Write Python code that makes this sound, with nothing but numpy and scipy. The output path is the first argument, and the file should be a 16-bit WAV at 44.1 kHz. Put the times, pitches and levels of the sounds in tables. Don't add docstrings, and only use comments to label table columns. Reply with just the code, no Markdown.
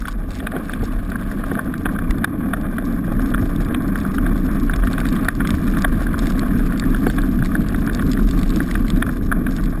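import sys
import numpy as np
from scipy import signal
from scipy.fft import rfft, irfft, next_fast_len
from scipy.io import wavfile
from scipy.ndimage import map_coordinates

SR = 44100
rng = np.random.default_rng(int(sys.argv[2]) if len(sys.argv) > 2 else 0)


def output_pcm(signal):
    pcm = np.clip(np.atleast_2d(signal).T, -1, 1) * 32767
    wavfile.write(sys.argv[1], SR, np.round(pcm).astype(np.int16))


N = 432180

# (time [s], level [dB], main mode [Hz], treble snap [dB])
CLACKS = [(0.0554, -16.5, 1440, 3), (0.084, -14.5, 1440, 7), (0.404, -20, 1590, 9), (0.471, -11, 1640, 9.5),
          (0.52, -19, 1510, -2), (0.566, -19, 1480, 10), (0.697, -16, 1690, -4), (0.737, -15.5, 1560, 17.5),
          (1.119, -19.5, 1562, -4), (1.517, -16.5, 1540, -7), (1.1576, -13.5, 1610, -20),
          (1.316, -20.5, 1620, 0), (1.44, -15, 1540, -8), (1.5545, -15, 1620, -1), (1.5927, -11, 1540, -7),
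          (1.741, -15, 1630, 4), (1.858, -9.5, 1620, 10), (1.865, -11.5, 1530, -3), (1.892, -20, 1540, -6),
          (1.964, -18.5, 1560, -7), (1.99, -15, 1570, 1.5), (2.2453, -1, 1590, 6.5), (2.537, -8, 1525, -6),
          (2.7847, -12, 1526, 1), (3.341, -15, 1510, 2), (3.347, -8.5, 1540, 5), (3.38, -17.5, 1500, -2),
          (3.7471, -10.5, 1610, 10.5), (3.9584, -12, 1530, -5), (4.052, -15.5, 1485, -8),
          (4.1847, -14, 1410, 4), (4.2667, -13.5, 1590, 0.5), (4.6978, -11, 1490, -12),
          (4.7377, -13, 1530, 7.5), (4.838, -19, 1560, 0), (4.8734, -13, 1506, 5.5),
          (4.982, -12.5, 1650, 6), (5.056, -15.5, 1640, 3.5), (5.165, -17.5, 1580, 6),
          (5.254, -15, 1560, -4), (5.2872, 0.5, 1620, -5), (5.4085, -10.5, 1590, -4),
          (5.4516, -15, 1450, 8.5), (5.492, -16, 1480, -2), (5.542, -16.5, 1500, 6), (5.681, -18, 1570, 7),
          (5.7718, -11.5, 1620, 2), (5.8487, -3.5, 1590, -4), (6.032, -23, 1550, -2),
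          (6.07, -16.5, 1623, -1), (6.1432, -13, 1400, 0), (6.724, -17.5, 1550, -4),
          (6.824, -19, 1600, -17), (6.84, -19, 1620, 5), (6.9487, -12.5, 1430, 8), (7.07, -12, 1490, 4),
          (7.1001, -12.5, 1560, 2), (7.185, -14, 1560, 1), (7.237, -21, 1560, -2), (7.39, -22, 1480, 0),
          (7.425, -13.5, 1645, 1), (7.519, -19, 1530, -4), (7.5546, -8.5, 1530, -2),
          (7.7474, -13.5, 1560, -2), (7.877, -16.5, 1440, 0), (7.898, -15.5, 1530, 2),
          (7.9956, -13, 1560, -1), (8.025, -16, 1500, -5), (8.175, -19, 1620, 4), (8.197, -19.5, 1400, -2),
          (8.6057, -10.5, 1600, 3), (8.7561, -11.5, 1620, 3), (9.0263, -3.5, 1500, 7.5),
          (9.067, -16, 1500, 2), (9.0943, -15, 1570, -2), (9.3179, -8.5, 1520, -1),
          (9.3258, -4.5, 1560, -5), (9.4683, -16, 1520, 5)]
BOUNCES = [-10, 0, -4, -14]
# (frequency [Hz], level [dB])
CASE_RING = [(350, -18.5), (550, -12.5), (675, -2), (770, -9), (930, -15), (1130, 1.5), (1290, -2.5),
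             (1540, 2.5), (1850, -2), (2080, -19), (2400, -11.5), (2680, -28), (3550, -18), (4200, -42)]
# (time [s], level [dB])
ROUGHNESS = [(0.0, -41), (0.41, -46.5), (0.54, -42), (2.05, -39), (2.21, -37.5), (2.7, -39), (5.51, -35.5),
             (6.96, -36.5), (7.23, -39), (8.08, -37.5), (9.25, -41.5), (9.8, -39.5)]
# (time [s], level [dB])
PACE = [(0.0, -34.5), (0.6, -29.5), (1.3, -27.5), (1.6, -26.5), (2.5, -24.5), (3.3, -23.5), (3.9, -23),
        (4.5, -21.5), (4.85, -24), (5.15, -23), (5.7, -23), (6.3, -22), (7.0, -20.5), (7.45, -22),
        (7.8, -22), (8.2, -20.5), (8.82, -23), (9.8, -22)]
# (frequency [Hz], level [dB])
FRAME_SPECTRUM = [(60, -17.5), (90, -13), (135, -9), (185, 0), (225, -1.5), (270, -0.5), (325, -8.5),
                  (385, -17.5), (520, -26.5), (900, -51), (2000, -75)]
# (time [s], level [dB])
SWAY_LEVEL = [(0.0, -30.5), (0.4, -25.5), (0.7, -39), (1.0, -25), (1.45, -34.5), (2.1, -27), (2.32, -37),
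              (2.7, -33.5), (3.4, -25.5), (3.8, -31), (4.7, -25.5), (5.4, -27.5), (6.4, -26), (7.6, -27),
              (7.87, -26), (8.25, -22), (8.55, -26), (9.8, -27)]
# (frequency [Hz], level [dB])
SWAY_SPECTRUM = [(15, -89), (26, -16), (31, -0.5), (35, -0.5), (44, -8), (60, -19.5), (100, -5.5)]
# (frequency [Hz], level [dB])
AIR_SPECTRUM = [(40, -3), (65, -2.5), (80, -2.5), (95, -2.5), (125, -5), (170, -15), (300, -61)]
# (frequency [Hz], level [dB])
ROLL_SPECTRUM = [(500, -46), (930, -5.5), (1080, 9.5), (1220, 10), (1330, 0.5), (1600, 7), (2050, -9),
                 (2400, -6), (2750, -33), (3500, -13.5), (4200, -81)]
# (time [s], level [dB])
CRUNCH_LEVEL = [(0.0, -42.5), (0.6, -45), (2.5, -38.5), (3.5, -40.5), (5.6, -38.5), (7.3, -40.5),
                (9.8, -43.5)]
# (frequency [Hz], level [dB])
CRUNCH_SPECTRUM = [(280, -15.5), (420, 0), (570, -1), (675, 5), (770, -9.5), (830, 1), (930, -25.5),
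                   (1300, -46)]
# (time [s], half length [s], rise [dB])
COARSE_PATCHES = [(0.56, 0.14, 8.5), (1.517, 0.12, 7.5)]
# (time [s], level [dB])
SPRAY_LEVEL = [(0.0, -57.5), (0.22, -74), (0.6, -72), (1.6, -62.5), (2.0, -70.5), (3.1, -66.5),
               (3.8, -64.5), (4.4, -58), (4.95, -62), (5.7, -59.5), (7.3, -62.5), (7.85, -60), (8.3, -52),
               (8.8, -60), (9.2, -61.5), (9.8, -63.5)]
# (time [s], half length [s], rise [dB])
SHOWERS = [(0.1, 0.036, 10), (0.33, 0.098, 17), (0.67, 0.089, 12), (0.87, 0.033, 15), (1.3, 0.043, 2),
           (2.91, .05, 10), (3.26, 0.077, 7.5), (3.45, .03, 12), (3.6, 0.11, 6), (3.98, 0.14, 3),
           (4.94, 0.031, 9.5), (5.11, 0.14, 5), (5.52, .05, 9), (6.03, 0.04, 5), (6.3, 0.074, 7),
           (6.63, 0.047, 8.5), (6.87, 0.06, 2), (7.06, 0.11, 11.5), (7.47, .04, 9), (8.9, 0.068, 7.5),
           (9.59, 0.13, 7.5)]
# (frequency [Hz], level [dB])
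GRIT_SPECTRUM = [(400, -22.5), (1100, -10.5), (1700, 3), (2700, -6.5), (3200, -6.5), (3600, -1.5),
                 (4400, -8), (5000, -6.5), (5400, -3.5), (6000, -3), (7500, -50.5)]
# (time [s], level [dB])
GRAIN_TICKS = [(0.306, -29), (0.3353, -36), (0.655, -35), (0.855, -34.5), (1.05, -35), (1.102, -34),
               (1.7795, -33), (2.183, -32), (2.6125, -34.5), (3.2051, -37), (3.303, -34), (3.561, -30.5),
               (3.6486, -30), (3.8796, -31), (4.1505, -34), (4.378, -30), (4.636, -39), (4.7616, -23),
               (4.9312, -18.5), (5.0025, -19.5), (5.0873, -21), (5.066, -27), (5.127, -26.5), (5.155, -30),
               (5.2469, -24), (5.2858, -18), (5.352, -26), (5.473, -13.5), (5.5052, -14.5), (5.5503, -27.5),
               (5.8212, -18.5), (6.132, -26), (6.1822, -29), (6.1913, -20.5), (6.2571, -28), (6.2693, -18),
               (6.303, -28), (6.321, -27), (6.3813, -28), (6.3937, -16.5), (6.777, -29), (6.797, -14.5),
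               (6.904, -35), (7.164, -30), (7.2179, -28), (7.4474, -23.5), (7.459, -19.5), (7.686, -23.5),
               (7.761, -32), (7.811, -34), (7.8659, -27), (7.9324, -29), (7.9482, -18.5), (8.116, -22),
               (8.1329, -18), (8.31, -19.5), (8.378, -28.5), (8.3918, -22), (8.4314, -19), (8.4931, -26),
               (8.504, -23), (8.5379, -29), (8.56, -18), (8.679, -31), (8.743, -28), (8.779, -33),
               (8.882, -22), (8.902, -16.5), (9.51, -29.5), (9.5645, -23.5), (9.639, -28), (9.6578, -28.5)]
# (frequency [Hz], level [dB])
WALL_RING = [(400, -24), (1200, -4.5), (1800, -1), (2150, 4.5), (2700, -5.5), (3300, -3), (3600, 6.5),
             (3950, -1), (4500, 0.5), (5000, -8), (5400, -0.5), (5900, -14.5), (7200, -49)]
# (time [s], level [dB])
JOLTS = [(0.563, -14), (0.83, -16.5), (1.516, -14.5), (1.859, -16), (7.068, -5)]
# (time [s], level [dB])
PEBBLES = [(2.11, -16.5), (8.714, -16.5)]
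# (frequency [Hz], width [Hz], level [dB])
BRACKET_MODES = [(333, 210, -7), (508, 920, -17), (717, 53, -8)]
# (frequency [Hz], width [Hz], level [dB])
TUBE_MODES = [(1150, 180, 5), (1990, 230, 6), (2270, 100, 1.5), (2940, 370, -3), (3470, 110, -2),
              (5660, 310, -26)]
# (time [s], level [dB], pitch [Hz])
RUT_THUMPS = [(0.825, -19, 93.5), (2.109, -11.5, 36), (3.439, -15, 66), (5.547, -12, 80),
              (7.41, -11.5, 133), (8.049, -18, 95)]
# (time [s], level [dB])
SLUSH_LEVEL = [(0.0, -59), (0.24, -58), (0.36, -44), (0.9, -47.5), (1.5, -47), (1.95, -54), (2.67, -53.5),
               (4.3, -53), (5.02, -47), (8.65, -47), (9.2, -55), (9.8, -63)]
# (frequency [Hz], level [dB])
SLUSH_SPECTRUM = [(1500, -25), (2200, 5.5), (2900, 3), (3700, -2.5), (4600, -6), (5600, -19)]
# (frequency [Hz], level [dB], time to fall 60 dB [s])
FITTING_MODES = [(4441, 0, .12)]


def case_clacks(rattle_db):
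    case_hz, snap_hz, snap_width_hz = 1550, 2090, 250
    lead_in_s, lead_in_db = .0027, -5.5
    out, t = np.zeros(N), np.arange(SR // 20) / SR - .01
    scrape = np.exp(np.minimum(t / 0.001, -t / 0.0035))
    small_stones = [(s, db, case_hz * np.exp(0.098 * rng.standard_normal()), 3.5 * rng.standard_normal())
                    for s, db in scattered(rattle_db + 13.5, per_second=8, spread_db=2)]
    treble = lambda f: (1 + np.tanh((f - snap_hz) / snap_width_hz)) / 2
    for s, db, hz, snap_db in [*CLACKS, *small_stones]:
        body = ring([(f * np.sqrt(hz / case_hz), level + snap_db * treble(f) + rng.normal(0, 2.23))
                     for f, level in CASE_RING])
        push = .11 * amp(-0.23 * db) * scrape * rng.standard_normal(len(t))
        bounce_s = np.cumsum(rng.uniform(.85, 1.15, len(BOUNCES))) / hz
        contact_s = np.append(-lead_in_s * rng.uniform(.7, 1.3), bounce_s - bounce_s[1])
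        contact_db = np.append(lead_in_db, BOUNCES) + rng.normal(0, 2.2, len(contact_s))
        push[np.searchsorted(t, contact_s)] += amp(contact_db)
        add(out, s, signal.fftconvolve(push, body), db - 0.4)
    return out


def rig_shake():
    sway_db = curve(SWAY_LEVEL) + 5.5 + 1.5 * wobble(per_second=8)
    drum_db = curve(PACE) + 2 + 1.61 * wobble(per_second=16)
    bob = signal.hilbert(noise(SWAY_SPECTRUM))
    swing = bob.real / (abs(bob) + 3.3)
    sway = unit(lowpass(swing, hz=75, order=6))
    air = amp(drum_db - 8.5 + wobble(per_second=4)) * noise(AIR_SPECTRUM)
    return amp(sway_db) * sway + amp(drum_db) * noise(FRAME_SPECTRUM) + air


def tyres(rattle_db):
    coarse_db = swells(COARSE_PATCHES)
    lumps = 1.97 * np.tanh(wobble(per_second=90))
    roll = amp(rattle_db - 0.6 + 0.19 * coarse_db + 2.5 * lumps) * noise(ROLL_SPECTRUM)
    bumps = impacts(per_second=70, spread_db=3)
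    bursts = signal.fftconvolve(bumps, np.exp(-np.arange(SR // 40) / SR / 0.0035))[:N]
    tread = rung_noise(1 + unit(bursts), CRUNCH_SPECTRUM)
    crunch = amp(curve(CRUNCH_LEVEL) + coarse_db + 0.99 * lumps) * tread
    rattle = amp(rattle_db - 5.5 + 0.55 * coarse_db) * rung_noise(bursts, CASE_RING)
    return roll + crunch + rattle


def wet_grit():
    drop_s, strike_s, splash_s = .0014, .0008, .005
    spray_db = curve(SPRAY_LEVEL) + 2.5 + swells(SHOWERS) + 2 * wobble(per_second=14)
    clumps = amp(9 * np.tanh(wobble(per_second=60)))
    drop = np.exp(-np.arange(SR // 100) / SR / drop_s)
    drops = signal.fftconvolve(impacts(per_second=380, spread_db=3) * clumps, drop)[:N]
    spatter = amp(spray_db + 4) * rung_noise(drops, GRIT_SPECTRUM)
    mist = amp(spray_db - 4.5) * noise(GRIT_SPECTRUM)
    out, t = spatter + mist, np.arange(SR // 20) / SR - .02
    for s, db in [*GRAIN_TICKS, *scattered(spray_db + 17, per_second=14, spread_db=3.5)]:
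        pitch = np.exp(.035 * rng.standard_normal())
        wall = ring([(hz * pitch, level + rng.normal(0, 1.8)) for hz, level in WALL_RING])
        wetness = min(.028 * amp(-.55 * db), .5)
        splash = wetness * np.exp(np.minimum(t / 0.002, -t / splash_s)) * rng.standard_normal(len(t))
        strike = (t >= 0) * np.exp(-abs(t) / strike_s) * rng.standard_normal(len(t))
        add(out, s + strike_s, signal.fftconvolve(strike + splash, wall), db)
    return out


def frame_knocks():
    out = np.zeros(N)
    for s, db in JOLTS:
        blow = lowpass(chatter(spread_s=0.00299), hz=700, order=4)
        add(out, s + 0.0013, resonate(blow, BRACKET_MODES), db)
        tube = resonate(chatter(spread_s=0.0019), TUBE_MODES)
        add(out, s + 0.00296, tube, db - 17)
    for s, db in PEBBLES:
        push = chatter(spread_s=0.00056)
        t = (np.arange(len(push)) - np.flatnonzero(push)[0]) / SR
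        scrape = 0.21 * np.exp(-abs(t) / 0.002) * rng.standard_normal(len(t))
        rasp = 0.58 * signal.fftconvolve(scrape, ring(GRIT_SPECTRUM))[:len(t)]
        add(out, s, resonate(push + scrape, TUBE_MODES) + rasp, db)
    return out


def rut_thumps():
    rise_s, decay_s = .01, .014
    out, t = np.zeros(N), np.arange(SR // 5) / SR - .05
    swing = np.exp(np.minimum(t / rise_s, -t / decay_s))
    for s, db, hz in RUT_THUMPS:
        add(out, s, lowpass(swing * np.sin(2 * np.pi * hz * t), hz=300, order=4), db)
    return out


def slush():
    crackle_db = 5 * wobble(per_second=120)
    return amp(curve(SLUSH_LEVEL) - 9.5 + crackle_db) * noise(SLUSH_SPECTRUM)


def fitting_ping():
    out, t = np.zeros(N), np.arange(SR // 5) / SR
    ping = sum(amp(db - 60 * t / t60) * np.sin(2 * np.pi * hz * t) for hz, db, t60 in FITTING_MODES)
    add(out, s=7.079, sound=ping, db=-37.5)
    return out


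def amp(db):
    return 10 ** (np.asarray(db) / 20)


def unit(x):
    return x / np.sqrt(np.mean(x ** 2) + 1e-20)


def curve(rows):
    return np.interp(np.arange(N) / SR, *np.transpose(rows))


def swells(rows):
    return sum(db * np.exp(-((np.arange(N) / SR - s) / half) ** 2) for s, half, db in rows)


def wobble(per_second):
    knots = rng.standard_normal(int(N * per_second / SR) + 4)
    coarse = np.arange(0, N + 32, 32)
    return np.interp(np.arange(N), coarse, map_coordinates(knots, [coarse * per_second / SR]))


def impacts(per_second, spread_db):
    sizes = amp(spread_db * np.clip(rng.standard_normal(N), -2, 2)) * rng.choice([-1, 1], N)
    return (rng.random(N) < per_second / SR) * abs(sizes)


def scattered(level_db, per_second, spread_db):
    count = int(per_second * N / SR)
    s = (np.arange(count) + rng.random(count)) / per_second
    return np.transpose([s, level_db[(s * SR).astype(int)] + spread_db * rng.standard_normal(count)])


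def chatter(spread_s, count=5):
    push, first = np.zeros(SR // 12), SR // 100
    push[first] = 1
    late_s = np.clip(np.cumsum(rng.exponential(spread_s, count)), 0, .05)
    rebounds = rng.normal(0, 0.54, count) * np.exp(-late_s / (4 * spread_s))
    push[first + (late_s * SR).astype(int) + 1] += rebounds
    return push


def add(track, s, sound, db):
    top = np.argmax(abs(sound))
    start = max(round(s * SR) - top, 0)
    room = track[start:start + len(sound)]
    room += (amp(db) * sound / abs(sound[top]))[:len(room)]


def filtered(x, response):
    size = next_fast_len(2 * len(x), True)
    return irfft(rfft(x, size) * response(np.fft.rfftfreq(size, 1 / SR)), size)[:len(x)]


def lowpass(x, hz, order):
    return filtered(x, lambda f: 1 / (1 + (f / hz) ** order))


def resonate(x, modes):
    return filtered(x, lambda f: sum(
        (-1) ** k * amp(db) * 1j * f * width / (hz * hz - f * f + 1j * f * width)
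        for k, (hz, width, db) in enumerate(modes)))


def shape(spectrum):
    f, db = np.transpose(spectrum)
    return lambda hz: amp(np.interp(np.log(hz + 1), np.log(f), db, right=-120))


def noise(spectrum):
    return unit(filtered(rng.standard_normal(N), shape(spectrum)))


def ring(spectrum, size=2048, fade_s=.012):
    cepstrum = irfft(np.log(shape(spectrum)(np.fft.rfftfreq(size, 1 / SR)) + 2.5e-3))
    cepstrum[1:size // 2] *= 2
    cepstrum[size // 2 + 1:] = 0
    return irfft(np.exp(rfft(cepstrum))) * np.exp(-(np.arange(size) / SR / fade_s) ** 2)


def rung_noise(envelope, spectrum):
    return unit(signal.fftconvolve(envelope * rng.standard_normal(N), ring(spectrum))[:N])


def limiter(x, limit_db=-6, attack_s=0.0014, release_db_per_s=36):
    over_db = np.maximum(20 * np.log10(abs(x) + 1e-9) - limit_db, 0)
    climb_db = release_db_per_s * np.arange(N) / SR
    cut_db = np.maximum.accumulate(over_db + climb_db) - climb_db
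    pole = np.exp(-1 / (attack_s * SR))
    return x * amp(-signal.lfilter([1 - pole], [1, -pole], cut_db))


def scene():
    rattle_db = curve(ROUGHNESS) - 1
    shaking = rig_shake() + rut_thumps()
    stones = tyres(rattle_db) + case_clacks(rattle_db) + frame_knocks() + fitting_ping()
    spray = wet_grit()
    return (shaking + stones + slush() + spray)[None]


def record(dry):
    ceiling, clock_hz, top_hz = .62, 12000, 15800
    ducked = limiter(dry[0])
    rounded = ducked / (1 + (ducked / ceiling) ** 6) ** (1 / 6)
    low = filtered(rounded, lambda hz: 1 / np.sqrt(1 + (hz / 5570) ** 60))
    mirrored = 2 * low * np.cos(2 * np.pi * clock_hz * np.arange(N) / SR)
    fizz = amp(0.5) * filtered(mirrored, lambda hz: abs(hz - clock_hz) / np.maximum(hz, clock_hz / 2))
    return filtered(low + fizz, lambda hz: (hz < top_hz) / np.sqrt(1 + (hz / 14600) ** 50))[None]


dry = scene()
out = record(dry)
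output_pcm(out)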